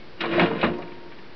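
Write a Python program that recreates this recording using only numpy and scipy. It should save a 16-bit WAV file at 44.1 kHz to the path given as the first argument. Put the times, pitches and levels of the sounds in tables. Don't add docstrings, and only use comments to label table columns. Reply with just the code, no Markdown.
import sys
import numpy as np
from scipy import signal
from scipy.fft import rfft, irfft
from scipy.io import wavfile
from scipy.ndimage import uniform_filter1d, map_coordinates

SR = 44100
rng = np.random.default_rng(int(sys.argv[2]) if len(sys.argv) > 2 else 0)


def convert_level_to_amplitude(level_db):
    exponent = np.asarray(level_db, float) / 20
    return 10 ** exponent


def materialize(psi):
    bounded = np.clip(np.atleast_2d(psi).T, -1, 1)
    quanta = np.round(bounded * 32767).astype(np.int16)
    wavfile.write(sys.argv[1], SR, quanta)


N = 59535

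# start in seconds, relative level in dB,
# strongest pitch in Hz, fall in dB one octave away, time in seconds for the rattle to fall 60 dB.
BLOWS = [(.176, -39, 1220, 10, .1), (.2055, -14, 2480, 7, 0.056), (0.207, -11, 5000, 16, 0.059),
         (.236, -16, 880, 1.5, 0.054), (.255, -23, 1800, -0.5, 0.071), (.326, -18, 1800, 14.5, .06),
         (0.3951, -7, 1844, 4.5, 0.017), (.398, -13, 190, 4.5, 0.091), (0.417, -14, 606, 7.5, 0.026),
         (.412, -15.5, 1800, 1, 0.045), (.431, -18.5, 1058, 14.5, 0.028), (0.458, -21.5, 2440, 3.5, 0.07),
         (.511, -22.5, 596, 2, 0.056), (.587, -29, 2600, 11, 0.15), (.611, -13.5, 3170, 8, 0.083),
         (.629, -7.5, 1100, 4.5, 0.021), (.638, -8.5, 178.5, 6.5, 0.041), (.642, -14.5, 1654, 1.5, 0.039),
         (.663, -24.5, 2145, -1, 0.061), (.737, -31, 2550, 8, 0.047), (.785, -26.5, 650, 7, 0.16),
         (.82, -29.5, 1930, 3.5, 0.034), (0.876, -38, 2514, 9.5, 0.018), (.917, -37, 1900, 5, 0.04),
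         (1.022, -39.5, 413, 12, 0.03), (1.117, -37, 1923, 4.5, 0.062), (1.184, -37, 1730, 4.5, 0.026),
         (1.23, -47, 1200, 2.5, 0.029)]
# time in seconds, relative level in dB,
# tilt in dB per octave.
ROLLING = [(0.16, -54, -8), (0.208, -30, 3.5), (0.258, -30.5, -3.5), (0.274, -29, 0), (0.43, -14.5, -1.5),
           (0.476, -27, -0.5), (0.518, -19, -5), (0.618, -31.5, 0.5), (0.632, -16, -2.5),
           (0.696, -22.5, -4), (0.71, -26.5, -5), (0.99, -46.5, -5.5), (1.002, -70.5, 0.5),
           (1.026, -43, -4), (1.05, -41.5, -4.5)]
# pitch in Hz, relative level in dB,
# time in seconds to fall 60 dB.
FRAME_MODES = [(107.9, -15.5, 0.14), (172, -0.5, .1), (235, -3, .12), (291, -6.5, 0.13),
               (350.8, -0.5, 0.19), (452.3, -1.17, 0.13), (515.1, -4.5, 0.15), (578.4, -3.5, 0.091),
               (660.2, -3.76, 0.1), (706, -6.5, .1), (1018, -6.5, 0.065), (1104, -5, 0.074),
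               (1243, -7.5, 0.064), (1444, -8.5, 0.13), (1800, -8.5, 0.054), (2420, -9.5, 0.039),
               (2824, -3.5, 0.045)]
# pitch in Hz, relative level in dB.
SMALL_MODE_LEVEL = [(100, -20.5), (200, -9), (400, -5), (800, -10), (1500, -7), (2500, -7.5), (3500, -11),
                    (5300, -18.5)]
# pitch in Hz, time in seconds to fall 60 dB.
SMALL_MODE_T60 = [(100, 0.14), (500, 0.077), (2000, 0.072), (5000, 0.03)]
# time in seconds, rms level in dB.
DRONE_LEVEL = [(0.19, -46.5), (0.209, -43), (0.251, -34), (0.336, -28.5), (0.367, -22), (0.409, -32),
               (0.431, -27.5), (0.451, -29.5)]
# start in seconds, pitch in Hz, level of the jolt in dB,
# time in seconds to fall 60 dB.
SPRINGS = [(.425, 452, -24, .9), (0.38, 634, -12, 0.14), (0.71, 932, -32.5, 1.9), (.79, 711, -32.5, .4),
           (.79, 554, -34, 0.31), (.63, 85, -31, 0.44), (.64, 350, -34, 2.2), (.645, 292, -29.5, .9)]
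# pitch in Hz, starting level in dB,
# time in seconds to fall 60 dB.
EARLIER_RING = [(2203, -52, 0.37), (355, -53.5, 3.8)]
# pitch in Hz, relative level in dB per Hz.
AIR_COLOUR = [(20, -21.5), (60, -16.5), (150, -12.5), (350, -11.5), (700, -20), (1200, -22.5),
              (2000, -23.5), (3500, -30.5), (5500, -29)]


def rms_one(x):
    return x / np.sqrt(np.mean(x ** 2) + 1e-20)


def at_hz(points, hz):
    table_hz, values = np.transpose(points)
    return np.interp(np.log(hz), np.log(table_hz), values)


def level_curve(times, db):
    return np.interp(np.arange(N) / SR, times, db, left=-99, right=-99)


def ring(force, hz, t60):
    shrink = convert_level_to_amplitude(-60 / (max(t60, .01) * SR))
    turn = 2 * np.pi * hz / SR
    return signal.lfilter([0, np.sin(turn)], [1, -2 * shrink * np.cos(turn), shrink ** 2], force + 1e-18)


def body_modes():
    hz = np.linspace(10, 73, num=130) ** 2 * rng.uniform(.985, 1.015, size=130)
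    small = zip(hz, at_hz(SMALL_MODE_LEVEL, hz), at_hz(SMALL_MODE_T60, hz))
    return list(FRAME_MODES) + list(small)


def contact_heights(size):
    return np.minimum(rng.exponential(size=size), 4)


def rolling_contacts():
    contacts_per_s, spread_db = 1400, 3
    signs = np.sign(rng.standard_normal(N))
    touching = rng.random(N) < contacts_per_s / SR
    return rms_one(signs * touching * convert_level_to_amplitude(spread_db * contact_heights(N)))


def machine():
    blow_level_db, mode_scatter_db, first_contact_db, roll_level_db = -27.5, 3.5, 12.5, -33.5
    burst_time = np.arange(4000) / SR
    size = len(burst_time)

    blow_s, blow_db, blow_hz, blow_fall, rattle_s = np.transpose(BLOWS)
    rattle_s = np.maximum(rattle_s, .004)[:, None]
    shape = (len(blow_s), size)
    grit = rng.standard_normal(shape) * convert_level_to_amplitude(1.3 * contact_heights(shape))
    grit = grit * (rng.random(shape) < .4)
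    fades = convert_level_to_amplitude(-60 * burst_time / rattle_s) / np.sqrt(100 * rattle_s)

    roll_s, roll_db, roll_tilt = np.transpose(ROLLING)
    roll_db = level_curve(roll_s, roll_db)
    roll_tilt = np.interp(np.arange(N) / SR, roll_s, roll_tilt)
    contacts = rolling_contacts()

    modes, out = body_modes(), np.zeros(N)
    scatter = rng.standard_normal((len(blow_s), len(modes)))
    starts = (blow_s * SR).astype(int)
    for k, (hz, db, t60) in enumerate(modes):
        tilt_octaves = max(np.log2(hz / 1000) + 1.5, 0)
        rolling = contacts * convert_level_to_amplitude(roll_level_db + roll_db + roll_tilt * tilt_octaves)
        force = np.append(rolling, np.zeros(size))
        blow_colour = -blow_fall * np.log2(hz / blow_hz) ** 2
        gains = convert_level_to_amplitude(blow_level_db + blow_db + blow_colour + mode_scatter_db * scatter[:, k])
        bursts = np.roll(grit, 29 * k, axis=1) * fades
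        bursts[:, 0] = convert_level_to_amplitude(first_contact_db)
        for start, gain, burst in zip(starts, gains, bursts):
            force[start:start + size] += gain * burst
        sign = (-1) ** k
        out += sign * convert_level_to_amplitude(db) * ring(force[:N], hz, t60)
    return out


def drone():
    pitch_hz, waver_hz = 340.3, 8
    waver = rms_one(uniform_filter1d(rng.standard_normal(N), size=900))
    cycles = np.cumsum(pitch_hz + waver_hz * waver) / SR
    level = convert_level_to_amplitude(level_curve(*np.transpose(DRONE_LEVEL)))
    return level * np.sqrt(2) * np.sin(2 * np.pi * cycles)


def springs():
    jolt = np.hanning(60) / 30
    out = np.zeros(N)
    for start, hz, db, t60 in SPRINGS:
        click = np.arange(N) == int(start * SR)
        force = convert_level_to_amplitude(db) * np.convolve(click, jolt)[:N]
        out += ring(force, hz, t60)
    return out


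def room(x):
    t60, wall_cut_hz = 0.19, 4800
    out, dull = np.zeros(N), np.exp(-2 * np.pi * wall_cut_hz / SR)
    lags = (rng.uniform(.012, .04, size=10) * SR).astype(int)
    for k, lag in enumerate(lags):
        loop, gain, state = x.copy(), convert_level_to_amplitude(-60 * lag / SR / t60), [0.]
        for i in range(lag, N, lag):
            back, state = signal.lfilter([gain * (1 - dull)], [1, -dull], loop[i - lag:i], zi=state)
            loop[i:i + lag] += back[:N - i]
        out += (loop - x) * (-1) ** k
    return out


def earlier_ring():
    t, out = np.arange(N) / SR, np.zeros(N)
    for hz, db, t60 in EARLIER_RING:
        out += convert_level_to_amplitude(db - 60 * t / t60) * np.sin(2 * np.pi * (hz * t + rng.random()))
    return out


def air():
    hz = np.maximum(np.arange(N // 2 + 1) * SR / N, 5)
    spectrum = rfft(rng.standard_normal(N)) * convert_level_to_amplitude(at_hz(AIR_COLOUR, hz))
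    return convert_level_to_amplitude(-45) * rms_one(irfft(spectrum, N))


def scene():
    near = machine() + drone() + springs()
    near = signal.sosfilt(signal.butter(N=2, Wn=49.7, btype="high", fs=SR, output="sos"), near)
    echo = convert_level_to_amplitude(-21) * room(near)
    return (near + echo + earlier_ring() + air())[None]


def glitch():
    start_s, level_db, fade_s = .78701, -29, .0004
    after = np.arange(N) / SR - start_s
    return convert_level_to_amplitude(level_db) * (after > 0) * np.exp(-np.abs(after) / fade_s)


def top_cut(x):
    return signal.sosfilt(signal.butter(12, 6080, fs=SR, output="sos"), x)


def record(dry):
    step, offset = .00553, -.0104
    x = signal.sosfilt(signal.butter(N=4, Wn=5590, fs=SR, output="sos"), dry[0])
    coarse = step * np.round((x[::4] + offset) / step)
    x = map_coordinates(coarse, [np.arange(N) / 4], order=3, mode="nearest")
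    x = signal.sosfiltfilt(signal.butter(N=6, Wn=5610, fs=SR, output="sos"), x)
    mix = x + glitch()
    return top_cut(mix[None])


dry = scene()
out = record(dry)
materialize(out)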